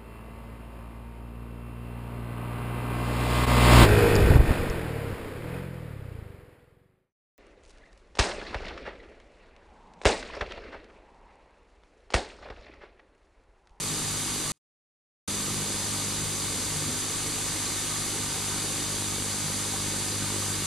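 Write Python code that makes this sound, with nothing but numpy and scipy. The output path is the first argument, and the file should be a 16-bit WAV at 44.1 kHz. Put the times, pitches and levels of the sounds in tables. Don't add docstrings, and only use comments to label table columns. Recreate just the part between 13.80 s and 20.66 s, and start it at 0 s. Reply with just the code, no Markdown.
import sys
import numpy as np
from scipy import signal
from scipy.fft import rfft, irfft, next_fast_len
from scipy.io import wavfile
from scipy.ndimage import uniform_filter1d, map_coordinates

SR = 44100
rng = np.random.default_rng(int(sys.argv[2]) if len(sys.argv) > 2 else 0)


def convert_level_to_amplitude(level_db):
    exponent = np.asarray(level_db, float) / 20
    return 10 ** exponent


def inscribe(sig):
    pcm = np.round(np.clip(np.atleast_2d(sig).T, -1, 1) * 32767)
    wavfile.write(sys.argv[1], SR, pcm.astype(np.int16))


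N = 302519

# (frequency [Hz], level [dB per Hz])
SPRAY_MIDDLE = [(1400, -31.5), (2400, -8.5), (2730, -6.5), (2950, -6), (3160, -7), (3650, -2.5),
                (4250, -3.5), (4720, -1.5), (5150, -2), (6400, -3), (7400, -3), (10200, -4), (11200, -10.5),
                (12900, -12.5)]
# (frequency [Hz], level [dB per Hz])
SPRAY_WIDTH = [(1400, -60), (2700, -29.5), (3700, -15), (4500, -15), (5500, -10.5), (6500, -6), (7460, -2),
               (9000, -9), (10500, -8), (12000, -15.5), (12900, -15)]
# (frequency [Hz], level [dB per Hz])
SPLASH_COLOUR = [(320, -33.5), (550, -1), (650, -4.5), (800, -3), (900, -4), (1200, 1.5), (1420, 0),
                 (1800, -1), (2150, -0.5), (2600, -14), (3380, -39), (5700, -120)]
# (frequency [Hz], level [dB per Hz])
GURGLE_MIDDLE = [(6, -30), (18, -0.5), (35, -2.5), (60, -1.5), (80, 4.5), (120, -7), (170, -0.5), (240, -1),
                 (300, -1), (400, -2.5), (480, -2.5), (560, -5.5), (750, -34)]
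# (frequency [Hz], level [dB per Hz])
GURGLE_WIDTH = [(12, -41.5), (20, -15), (49, -9.5), (97, 2), (145, -9.5), (216, -11), (392, -11),
                (475, -16.5), (700, -11), (910, -45), (1540, -120)]
# (frequency [Hz], share [-1 to 1, + = left])
STEREO_LEAN = [(100, 0.15), (180, -.5), (500, -0.031), (3000, -0.25), (5200, .1), (6000, -0.36),
               (6800, -.4), (7500, .2), (9000, .3), (12000, .4)]
# (frequency [Hz], time to fall 60 dB [s])
TILE_ECHO = [(200, 0.19), (2000, 0.3), (10000, 0.1)]
# (frequency [Hz], width [Hz], level over the noise [dB])
TUB_RINGS = [(218, 25, -5), (1155, 30, -5), (1212, 30, -2), (2232, 35, -1), (2510, 35, -1), (2970, 70, -6),
             (3675, 50, -8), (4110, 35, -5), (4800, 40, -6)]
# (time [s], level [dB])
PUMP_LOAD = [
    (0, -38),
    (2, -41),
    (4, -47),
    (5.8, -43),
    (6.86, -38),
]
# (middle [s], level [dB], half length [s])
PIPE_MOANS = [
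    (2.95, -45, 0.37),
    (3.65, -51, .3),
    (4.6, -53, .25),
]
# (train starts [s], first pulse [s])
PULSE_TRAINS = [
    (0, .0008),
    (1, .0030),
]
# (time [s], peak level [dB], pitch [Hz])
PAW_BUMPS = [(.37, -30, 150), (.515, -30, 340), (.625, -29, 150), (2.78, -31, 250), (2.959, -30, 200),
             (3.085, -21, 245), (5.645, -22, 153), (5.935, -30, 790), (6.418, -28, 290), (6.43, -28, 140),
             (6.79, -30, 290)]
# (time [s], level [dB], top [Hz], half length [s])
TREBLE_TICKS = [(2.533, -46, 15800, .005), (2.56, -62, 14500, .002), (2.674, -61.5, 14500, .012),
                (3.605, -56.5, 14200, .008), (4.197, -61.5, 14200, .008), (5.285, -40, 13600, .016)]

SPRAY_DB, SPLASH_DB, GURGLE_DB = -32.5, -43, -42.5
PUMP_HZ = 100.04
FAN_HZ, FAN_DB, FAN_SINKS_DB_PER_S = 199.83, -42, 1
MOAN_HZ = 81.6
BUMP_T60_S = .065
CUT_S, BACK_S = .7196, 1.4775
RESIDUE_DB, RESIDUE_S, RESIDUE_FADE_DB_PER_S = -43, .056, 2200


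def unit(x):
    return x / np.sqrt(np.mean(np.abs(x) ** 2, axis=-1, keepdims=True) + 1e-20)


def along(points, hz):
    f, v = np.transpose(points)
    return np.interp(np.log(hz + 1), np.log(f + 1), v)


def wobble(rate):
    knots = rng.standard_normal(int(N * rate / SR) + 4)
    return map_coordinates(knots, [np.arange(N) * rate / SR])


def filtered(x, response):
    m = next_fast_len(N + SR // 2)
    return irfft(rfft(x, m) * response(np.fft.rfftfreq(m, 1 / SR)), m)[..., :N]


def patchy(patchy_db):
    z = signal.stft(rng.standard_normal(N), nperseg=512)[2]
    field = uniform_filter1d(rng.standard_normal(z.shape), size=6, axis=0)
    field = uniform_filter1d(field, size=10, axis=1)
    patches = z * convert_level_to_amplitude(patchy_db * field / field.std())
    return unit(signal.istft(patches, nperseg=512)[1][:N])


def bubbles(count, centre_hz, spread, cycles, scatter_db, size):
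    when, pitch, big = rng.random((count, 3)).T
    hz = centre_hz * np.exp(spread * 2 * (2 * pitch - 1))
    hz = np.clip(hz, 40, 14000)[:, None]
    turns = hz * np.arange(size) / SR
    age = turns / cycles
    swell = age * np.exp(-3 * age) * np.sqrt(hz)
    ring = np.sin(2 * np.pi * turns * (1 + 0.089 * age)) * swell
    ring *= convert_level_to_amplitude(-scatter_db * np.log(big + 0.0013))[:, None]
    at = (when * N).astype(int)[:, None] + np.arange(size)
    return unit(np.bincount(at.ravel(), ring.ravel(), N + size)[:N])


def bathroom(x, direct_db, spread_db):
    hz, t, z = signal.stft(rng.standard_normal((2, SR // 2)), SR, nperseg=256)
    fade = convert_level_to_amplitude(-60 * t / along(TILE_ECHO, hz)[:, None])
    tail = signal.istft(z * unit(fade), SR, nperseg=256)[1]
    tail /= np.linalg.norm(tail, axis=1)[:, None]
    tail[0, 0] += convert_level_to_amplitude(direct_db)
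    jet = unit(signal.fftconvolve(x[None], tail, axes=1)[:, :N])
    return jet + convert_level_to_amplitude(spread_db) * rng.standard_normal((2, N))


def stereo(paths, spectrum, side_spectrum, side_db):
    def side_response(hz):
        lean = np.clip(along(STEREO_LEAN, hz), -.95, .95)
        return convert_level_to_amplitude(along(side_spectrum, hz)) * [lean, np.sqrt(1 - lean ** 2)]

    middle = filtered(paths[0], lambda hz: convert_level_to_amplitude(along(spectrum, hz)))
    side = convert_level_to_amplitude(side_db) * unit(filtered(paths, side_response).sum(0))
    return unit(middle) + np.array([side, -side])


def water():
    surge = wobble(5)
    spray = patchy(patchy_db=-0.05)
    spray += convert_level_to_amplitude(-10.5) * bubbles(count=12000, centre_hz=6090, spread=.45, cycles=4.3, scatter_db=1.5, size=64)
    spray = bathroom(spray * convert_level_to_amplitude(.3 * surge), direct_db=6.5, spread_db=-4.5)
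    spray = stereo(spray, SPRAY_MIDDLE, SPRAY_WIDTH, side_db=-2.4)

    splash = patchy(patchy_db=0.0)
    splash += convert_level_to_amplitude(-12.5) * bubbles(count=1800, centre_hz=1295, spread=0.41, cycles=9, scatter_db=1, size=512)
    splash = bathroom(splash * convert_level_to_amplitude(0.48 * surge), direct_db=2.5, spread_db=-5.5)
    splash = stereo(splash, SPLASH_COLOUR, SPLASH_COLOUR, side_db=-11)

    gurgle = patchy(patchy_db=1.2)
    gurgle += convert_level_to_amplitude(-12) * bubbles(count=700, centre_hz=230, spread=.4, cycles=5, scatter_db=1.5, size=2000)
    gurgle = bathroom(gurgle * convert_level_to_amplitude(0.55 * wobble(5.1)), direct_db=5, spread_db=0)
    gurgle = stereo(gurgle, GURGLE_MIDDLE, GURGLE_WIDTH, side_db=-9)
    return convert_level_to_amplitude(SPRAY_DB) * spray + convert_level_to_amplitude(SPLASH_DB) * splash + convert_level_to_amplitude(GURGLE_DB) * gurgle


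def tub(hz):
    return 1 + sum(convert_level_to_amplitude(db) / (1 + (2 * (hz - c) / w) ** 2) for c, w, db in TUB_RINGS)


def hum():
    t = np.arange(N) / SR
    load_db = np.interp(t, *np.transpose(PUMP_LOAD))
    turn = 2 * np.pi * PUMP_HZ * t
    pump = convert_level_to_amplitude(load_db + 0.86 * wobble(6.6)) * np.cos(turn + 0.3 * wobble(3) - .6)
    fan_level = convert_level_to_amplitude(FAN_DB - FAN_SINKS_DB_PER_S * t + 0.52 * wobble(4.8))
    fan = fan_level * np.cos(2 * np.pi * FAN_HZ * t + 0.15 * wobble(7) - .6)
    upper = convert_level_to_amplitude(-55) * np.cos(2 * np.pi * 300 * t + 0.3 * wobble(4.8) + 2.2)
    upper += convert_level_to_amplitude(-58) * np.cos(6 * turn + 0.63 * wobble(3))
    swell = sum(convert_level_to_amplitude(db) * np.exp(-((t - s) / half) ** 2) for s, db, half in PIPE_MOANS)
    pipe = swell * np.cos(2 * np.pi * MOAN_HZ * t + 1.0 * wobble(3.5))
    return upper + pipe + pump * convert_level_to_amplitude([[0], [0]]) * 0 + pump * convert_level_to_amplitude([[.7], [-.7]]) + fan * convert_level_to_amplitude([[-.8], [.8]])


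def buzz():
    t = np.arange(N) / SR
    start, first = np.transpose(PULSE_TRAINS)
    train = np.searchsorted(start, t, side="right") - 1
    since_pulse = (t - first[train]) % (1 / 50)
    flat = convert_level_to_amplitude(-30) * (since_pulse < .0016)
    spike = convert_level_to_amplitude(-26.5) * np.exp(-((since_pulse - .00027) / 0.000076) ** 2)
    droop_hz, top_hz = 60, 5000
    response = lambda hz: 1j * hz / (droop_hz + 1j * hz) / (1 + 1j * hz / top_hz)
    pulses = filtered((0.92 * flat + spike) * convert_level_to_amplitude(0.48 * wobble(8)), response)
    drum = convert_level_to_amplitude(-45 + 4.1 * wobble(5.6)) * np.cos(2 * np.pi * 150 * since_pulse + 4.62)
    return drum - pulses


def bumps():
    out, t = np.zeros(N + SR), np.arange(SR // 4) / SR
    for s, db, hz in PAW_BUMPS:
        ring = np.sin(2 * np.pi * hz * t) + 0.25 * np.sin(2 * np.pi * 1.36 * hz * t + 1)
        soft_start = 1 - np.exp(-t / .003)
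        out[round(s * SR):][:len(t)] += convert_level_to_amplitude(db - 60 * t / BUMP_T60_S) * soft_start * ring
    return out[:N]


def edit():
    t = np.arange(N) / SR
    fading_s = np.clip(t - CUT_S - RESIDUE_S, 0, 1)
    trace = convert_level_to_amplitude(RESIDUE_DB - RESIDUE_FADE_DB_PER_S * fading_s)
    return np.where((t > CUT_S) & (t < BACK_S), trace, 1)


def ticks():
    out, t = np.zeros((2, N)), np.arange(N) / SR
    for s, db, top_hz, half in TREBLE_TICKS:
        near = np.abs(t - s) < half
        count = near.sum()
        band = signal.butter(6, [12800, top_hz], "band", fs=SR, output="sos")
        hiss = signal.sosfilt(band, rng.standard_normal(count))
        out[0, near] += convert_level_to_amplitude(db + 6) * np.hanning(count) * hiss
    return out


def scene():
    return filtered(water(), tub) + hum() + bumps()


def band_limit(x):
    return signal.sosfilt(signal.butter(12, 16300, fs=SR, output="sos"), x)


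def record(dry):
    notch_hz, wide_hz, depth, top_hz = 5430, 330, .85, 12840
    housing = lambda hz: 1 - depth / (1 + (2 * (hz - notch_hz) / wide_hz) ** 2)
    treble_limit = lambda hz: 1 / (1 + (hz / top_hz) ** 200)
    heard = (filtered(dry, housing) + buzz()) * edit()
    return band_limit(filtered(heard, treble_limit) + ticks())


dry = scene()
out = record(dry)
inscribe(out)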